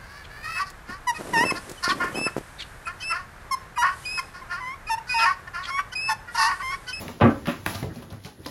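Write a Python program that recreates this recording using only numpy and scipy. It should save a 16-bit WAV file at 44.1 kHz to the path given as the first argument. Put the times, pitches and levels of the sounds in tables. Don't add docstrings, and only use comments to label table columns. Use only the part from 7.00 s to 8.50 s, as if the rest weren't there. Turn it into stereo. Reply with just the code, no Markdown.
import sys
import numpy as np
from scipy import signal
from scipy.fft import rfft, irfft, next_fast_len
from scipy.io import wavfile
from scipy.ndimage import map_coordinates

SR = 44100
rng = np.random.default_rng(int(sys.argv[2]) if len(sys.argv) > 2 else 0)


def log_audio(samples):
    frames = np.atleast_2d(samples).T
    limited = np.clip(frames, -1, 1)
    pcm = np.round(limited * 32767).astype(np.int16)
    wavfile.write(sys.argv[1], SR, pcm)


N = 66150

# f/Hz, gain/dB
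HISS_SPECTRUM = [(1500, -40), (3000, 0.5), (7400, -22), (8600, -16.5), (9700, 9.5), (16000, -7.5)]
HISS_DB = -65.5

# t/s, level/dB
RUMBLE_LEVEL = [(0.0, -34), (0.146, -48), (0.304, -33.5), (0.422, -39), (0.576, -41), (0.714, -49),
                (0.934, -42), (1.214, -51.5), (1.5, -49.5)]
# f/Hz, gain/dB
FLOOR_SPECTRUM = [(15, -62), (25, -8), (76, 2), (97, -3.5), (300, -14), (321, -7), (945, -29.5),
                  (1500, -24), (1950, -23.5), (3300, -120)]

# t/s, level/dB
RUSTLE_LEVEL = [(0.0, -36.5), (0.05, -46), (0.1, -47), (0.19, -53), (0.33, -51), (0.44, -53), (0.49, -40),
                (0.56, -49.5), (0.65, -46.5), (0.68, -37), (0.76, -42), (0.83, -45.5), (0.91, -56.5),
                (0.96, -48.5), (1.09, -57), (1.13, -53.5), (1.18, -60.5), (1.23, -52.5), (1.26, -48.5),
                (1.36, -63.5), (1.43, -51), (1.5, -44)]
# f/Hz, gain/dB
RUSTLE_SPECTRUM = [(240, 19), (400, 3.5), (776, 7.5), (899, 9.5), (1130, 4), (3960, 0.5), (7500, 1.5),
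                   (9750, -70), (16500, -120)]
# f/Hz, gain/dB
RUSTLE_TOP_SPECTRUM = [(10000, 0), (12500, -4.5), (16000, -1.5)]
TOP_SWING = 0.47

# t/s, peak level/dB, centre f/Hz, decay time constant/s, treble gain/dB
SNAP_AND_SCUFF_EVENTS = [(0.081, -23, 2400, 0.0023, -16), (0.21, -19, 1250, 0.0026, -67),
                         (0.4572, -23.5, 1570, 0.0053, -28), (0.4716, -19, 2240, 0.0019, -17),
                         (0.6623, -8.5, 1560, 0.002, -16), (0.694, -27.5, 3800, 0.013, -39),
                         (0.736, -31, 3630, 0.0089, -35), (0.748, -21.5, 4000, 0.0076, -23),
                         (0.829, -26, 1310, 0.0032, -22), (0.958, -36.5, 4050, 0.0054, -24),
                         (1.022, -36, 2950, 0.01, -8), (1.103, -35, 4300, 0.007, -26),
                         (1.126, -32, 1130, 0.0021, -15), (1.204, -42.5, 2310, 0.001, -21),
                         (1.238, -36.5, 4130, 0.003, -24), (1.2485, -27, 3200, 0.0027, -32),
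                         (1.255, -30, 4300, 0.0076, -29), (1.448, -36, 3800, 0.0036, -40),
                         (1.4609, -21.5, 1500, 0.0013, -18), (1.4641, -19.5, 4120, 0.0016, -36)]
# f/Hz, width/Hz, gain/dB
SNAP_TREBLE_MODES = [(4600, 2500, 2), (12500, 8000, 2)]
SNAP_WIDTH_RATIO = 1.2
SNAP_RISE_RATIO, SNAP_CLICK = 0.3, 3

# t/s, level/dB, strongest pitch/octaves over lowest mode, spread/octaves, t60/s, swell/s
BOOM_EVENTS = [(0.0, -33.5, 0, 0.35, 0.2, 0.0036), (0.09, -32, 1.1, 0.27, 0.12, 0.0064),
               (0.2131, -14, 1.3, 0.26, 0.17, 0.002), (0.215, -10.5, 0.2, 0.42, 0.23, 0.0055),
               (0.214, -21, 2.05, 0.33, 0.16, 0.0031), (0.239, -16.5, 1.5, 0.38, 0.24, 0.0039),
               (0.473, -13.5, 0.98, 0.42, 0.098, 0.0038), (0.476, -24.5, 1.66, 0.3, 0.15, 0.0038),
               (0.579, -31, -0.1, 0.48, 0.21, 0.017), (0.663, -26.5, 1.94, 0.53, 0.063, 0.00079),
               (0.666, -20, 0.29, 0.39, 0.1, 0.0036), (0.748, -27, -0.06, 0.27, 0.16, 0.0076),
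               (0.826, -19, 0.7, 0.39, 0.058, 0.0013), (0.842, -16, 0.46, 0.42, 0.11, 0.004),
               (0.96, -27.5, 0.82, 0.36, 0.25, 0.0052), (1.033, -38.5, 0.6, 0.7, 0.17, 0.0044),
               (1.118, -32, 0.35, 0.88, 0.15, 0.0036), (1.155, -34, 0.02, 0.24, 0.16, 0.01),
               (1.249, -31.5, 0.5, 0.57, 0.12, 0.0031), (1.462, -28.5, 2, 0.49, 0.068, 0.0012)]
# f/Hz, level/dB
LOW_BALLOON_MODES = [(98, 7.5), (136, 3), (162, 0), (236, 6), (272, 1.5), (299, 2.5), (360, 0), (430, -4.5)]
MODE_SCATTER_RATIO, MODE_SCATTER_DB = 0.015, 2.5

# t/s, level/dB, length before release/s, brightness f/Hz
SHUDDER_EVENTS = [(0.0, -42, 0.043, 836), (0.087, -34, 0.0041, 820), (0.2, -29, 0.013, 1310),
                  (0.21, -12, 0.011, 1296), (0.224, -17, 0.039, 823), (0.4686, -28, 0.0063, 1870),
                  (0.476, -24, 0.017, 2020), (0.656, -42, 0.0034, 2440), (0.663, -22.5, 0.0028, 1520),
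                  (0.747, -32.5, 0.0064, 864), (0.826, -33, 0.008, 480), (0.839, -30.5, 0.0097, 452),
                  (0.958, -42, 0.0068, 624), (1.019, -41.5, 0.0094, 960), (1.045, -48, 0.0021, 850),
                  (1.104, -44.5, 0.0093, 1310), (1.127, -42, 0.0093, 1100), (1.252, -43.5, 0.018, 1040),
                  (1.459, -35, 0.012, 640)]
# f/Hz, level/dB
SKIN_MODES = [(571, -0.5), (680, -7), (800, -3.5), (1030, -4), (1180, -0.5), (1360, 0), (1530, -1.5),
              (1880, -4), (2220, -5.5), (2560, -2.5)]
ATTACK_S, RELEASE_T60_S, SLIPS_PER_S, SLIP_SPREAD_DB = 0.00069, 0.042, 1500, 3.5
RING_DB = 2
SKIN_WIDTH_RATIO, SKIN_DETUNE_RATIO = 0.05, 0.02
LOW_EDGE_RATIO, SOFT_TOP_RATIO = 0.36, 2.39
SOFT_TOP_DAMPING = 1.39

# f/Hz, t60/s
KITCHEN_T60 = [(100, 0.13), (400, 0.34), (1500, 0.27), (4000, 0.28), (12000, 0.082)]
# f/Hz, likeness/1
STEREO_LIKENESS = [(100, 0.96), (300, 0.96), (700, 0), (1500, 0), (4000, 0.52), (9000, 0.18),
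                   (14000, 0.021)]
# f/Hz, left lead/rad
PORT_PHASE = [(0, 0.5), (1000, 0.1), (4500, -1.26), (8000, -3), (12600, -8), (16500, -11)]
# f/Hz, left lead/rad
SHUDDER_PORT_PHASE = [(0, 0), (2500, 4), (5000, 11)]
SHUDDER_WET_DB, BOOM_WET_DB, SNAP_WET_DB, CLOTH_WET_DB = -4.5, -9, -7, 1
LEFT_OVER_RIGHT_DB = -0.67
TAIL_REDRAW_S = 0.06

MIC_LOW_HZ, MIC_TOP_HZ = 54, 16400
CLIP_TOP, CLIP_KNEE = 0.95, 4


def amp(db):
    return 10 ** (np.asarray(db) / 20)


def unit(x):
    return x / np.sqrt(np.mean(x ** 2) + 1e-20)


def along(points, hz):
    f, v = np.transpose(points)
    return np.interp(np.log(hz + 1), np.log(f + 1), v)


def curve(rows):
    return np.interp(np.arange(N) / SR, *np.transpose(rows))


def wobble(rate_hz):
    knots = rng.standard_normal(int(N * rate_hz / SR) + 4)
    return map_coordinates(knots, [np.arange(N) * rate_hz / SR])


def filtered(x, response):
    n = x.shape[-1]
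    m = next_fast_len(n + SR // 2)
    return irfft(rfft(x, m) * response(np.fft.rfftfreq(m, 1 / SR)), m)[..., :n]


def peak(f, hz, width_hz):
    return 1j * f * width_hz / (hz * hz - f * f + 1j * f * width_hz)


def pair(x):
    def mid_side_gains(hz):
        angle = np.arccos(np.clip(along(STEREO_LIKENESS, hz), -1, 1)) / 2
        return np.array([np.cos(angle), np.sin(angle)])

    mid, side = filtered(x, mid_side_gains)
    return np.array([mid + side, mid - side])


def add(track, t_s, x):
    i = max(round(t_s * SR), 0)
    track[i:i + len(x)] += x[:N - i]


def kitchen(x, wet_db, port_phase):
    hop = round(TAIL_REDRAW_S * SR)
    pieces = np.pad(x, (200, -(N + 200) % hop)).reshape(-1, 1, hop)
    noise = rng.standard_normal((len(pieces), 2, SR // 3))
    hz, t, z = signal.stft(noise, SR, nperseg=256)
    decay = amp(-60 * t / along(KITCHEN_T60, hz)[:, None])
    tails = signal.istft(z * decay, SR, nperseg=256)[1]
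    tails = tails / np.linalg.norm(tails, axis=2, keepdims=True)
    wet = np.zeros((2, N))
    for k, echo in enumerate(signal.fftconvolve(pieces, tails, axes=2)):
        add(wet.T, k * hop / SR, echo.T)
    side = np.array([[0.5], [-0.5]])

    def ports(f):
        lead_rad = np.interp(f, *np.transpose(port_phase))
        return amp(LEFT_OVER_RIGHT_DB * side) * np.exp(1j * lead_rad * side)

    return filtered(x + amp(wet_db) * pair(wet), ports)


def hiss():
    noise = rng.standard_normal(N)
    return amp(HISS_DB) * unit(filtered(noise, lambda hz: amp(along(HISS_SPECTRUM, hz))))


def rumble():
    noise = pair(rng.standard_normal((2, N)))
    low = unit(filtered(noise, lambda hz: amp(along(FLOOR_SPECTRUM, hz))))
    return amp(curve(RUMBLE_LEVEL) + 4.1 * wobble(25.17)) * low


def rustle():
    grains = rng.standard_normal(N) * amp(3.0 * wobble(1500) + 1.53 * wobble(59.83))
    spectrum = RUSTLE_SPECTRUM[:-1] + RUSTLE_TOP_SPECTRUM
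    shaped = unit(filtered(grains, lambda hz: amp(along(spectrum, hz))))
    top = filtered(shaped, lambda hz: hz > RUSTLE_SPECTRUM[-2][0])
    body = shaped - top
    level_db = curve(RUSTLE_LEVEL)
    swing = amp(TOP_SWING * (level_db - level_db.mean()))
    return amp(level_db) * (body + top * swing)


def snaps_and_scuffs():
    out, t = np.zeros(N), np.arange(SR // 20) / SR

    def treble(f):
        return sum((-1) ** k * amp(db) * peak(f, hz, width_hz)
                   for k, (hz, width_hz, db) in enumerate(SNAP_TREBLE_MODES))

    for t_s, db, hz, decay_s, treble_db in SNAP_AND_SCUFF_EVENTS:
        envelope = (1 - np.exp(-t / (SNAP_RISE_RATIO * decay_s))) * np.exp(-t / decay_s)
        burst = rng.standard_normal((2, len(t))) * envelope + SNAP_CLICK * (t == 0)
        bands = lambda f: np.array([peak(f, hz, SNAP_WIDTH_RATIO * hz) ** 2, amp(treble_db) * treble(f)])
        crack = filtered(burst, bands).sum(axis=0)
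        add(out, t_s, amp(db) * crack / np.abs(crack).max())
    return out


def booms():
    out, t = np.zeros(N), np.arange(SR // 2) / SR
    hz, mode_db = np.transpose(LOW_BALLOON_MODES)[:, :, None]
    octaves = np.log2(hz / hz[0])
    for t_s, db, centre_oct, spread_oct, t60_s, swell_s in BOOM_EVENTS:
        level_draw, pitch_draw = rng.standard_normal((2, len(hz), 1))
        near = np.exp(-((octaves - centre_oct) / spread_oct) ** 2)
        share = near * amp(mode_db + MODE_SCATTER_DB * level_draw)
        mode_hz = hz * (1 + MODE_SCATTER_RATIO * pitch_draw)
        ring = (share * np.sin(2 * np.pi * mode_hz * t)).sum(axis=0)
        envelope = amp(db - 60 * t / t60_s) * (1 - np.exp(-t / swell_s)) ** 2
        add(out, t_s, envelope * ring)
    return out


def shudders():
    out, t = np.zeros(N), np.arange(SR // 2) / SR
    for t_s, db, length_s, bright_hz in SHUDDER_EVENTS:
        release = amp(-60 * np.clip(t - length_s, 0, 1) / RELEASE_T60_S)
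        shape = np.clip(t / ATTACK_S, 0, 1) * release
        grip = 1 + SKIN_DETUNE_RATIO * rng.standard_normal(len(SKIN_MODES))
        draw, size = rng.random(len(t)), rng.standard_normal(len(t))
        slip_now = draw < SLIPS_PER_S / SR
        slips = shape * slip_now * amp(SLIP_SPREAD_DB * np.abs(size)) * np.sign(size)

        def skin(f):
            ring = sum(amp(level) * peak(f, hz * g, SKIN_WIDTH_RATIO * hz)
                       for g, (hz, level) in zip(grip, SKIN_MODES))
            low_cut = (1j * f / (LOW_EDGE_RATIO * bright_hz + 1j * f)) ** 2
            u = f / (SOFT_TOP_RATIO * bright_hz)
            soft_contact = 1 / (1 - u ** 2 + 1j * SOFT_TOP_DAMPING * u) ** 2
            return (1 + amp(RING_DB) * ring) * low_cut * soft_contact / (1 + 1j * f / bright_hz) ** 2

        shape_rms = np.linalg.norm(shape) / np.sqrt(len(t))
        add(out, t_s, amp(db) * unit(filtered(slips, skin)) * shape_rms)
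    return out


def scene():
    return (kitchen(shudders(), SHUDDER_WET_DB, SHUDDER_PORT_PHASE)
            + kitchen(booms(), BOOM_WET_DB, PORT_PHASE)
            + rumble()
            + kitchen(snaps_and_scuffs(), SNAP_WET_DB, PORT_PHASE)
            + kitchen(rustle() + hiss(), CLOTH_WET_DB, PORT_PHASE))


def record(dry):
    x = filtered(dry, lambda hz: (1j * hz / (MIC_LOW_HZ + 1j * hz)) ** 2)
    rounded = x / (1 + np.abs(x / CLIP_TOP) ** CLIP_KNEE) ** (1 / CLIP_KNEE)
    return filtered(rounded, lambda hz: hz < MIC_TOP_HZ)


dry = scene()
out = record(dry)
log_audio(out)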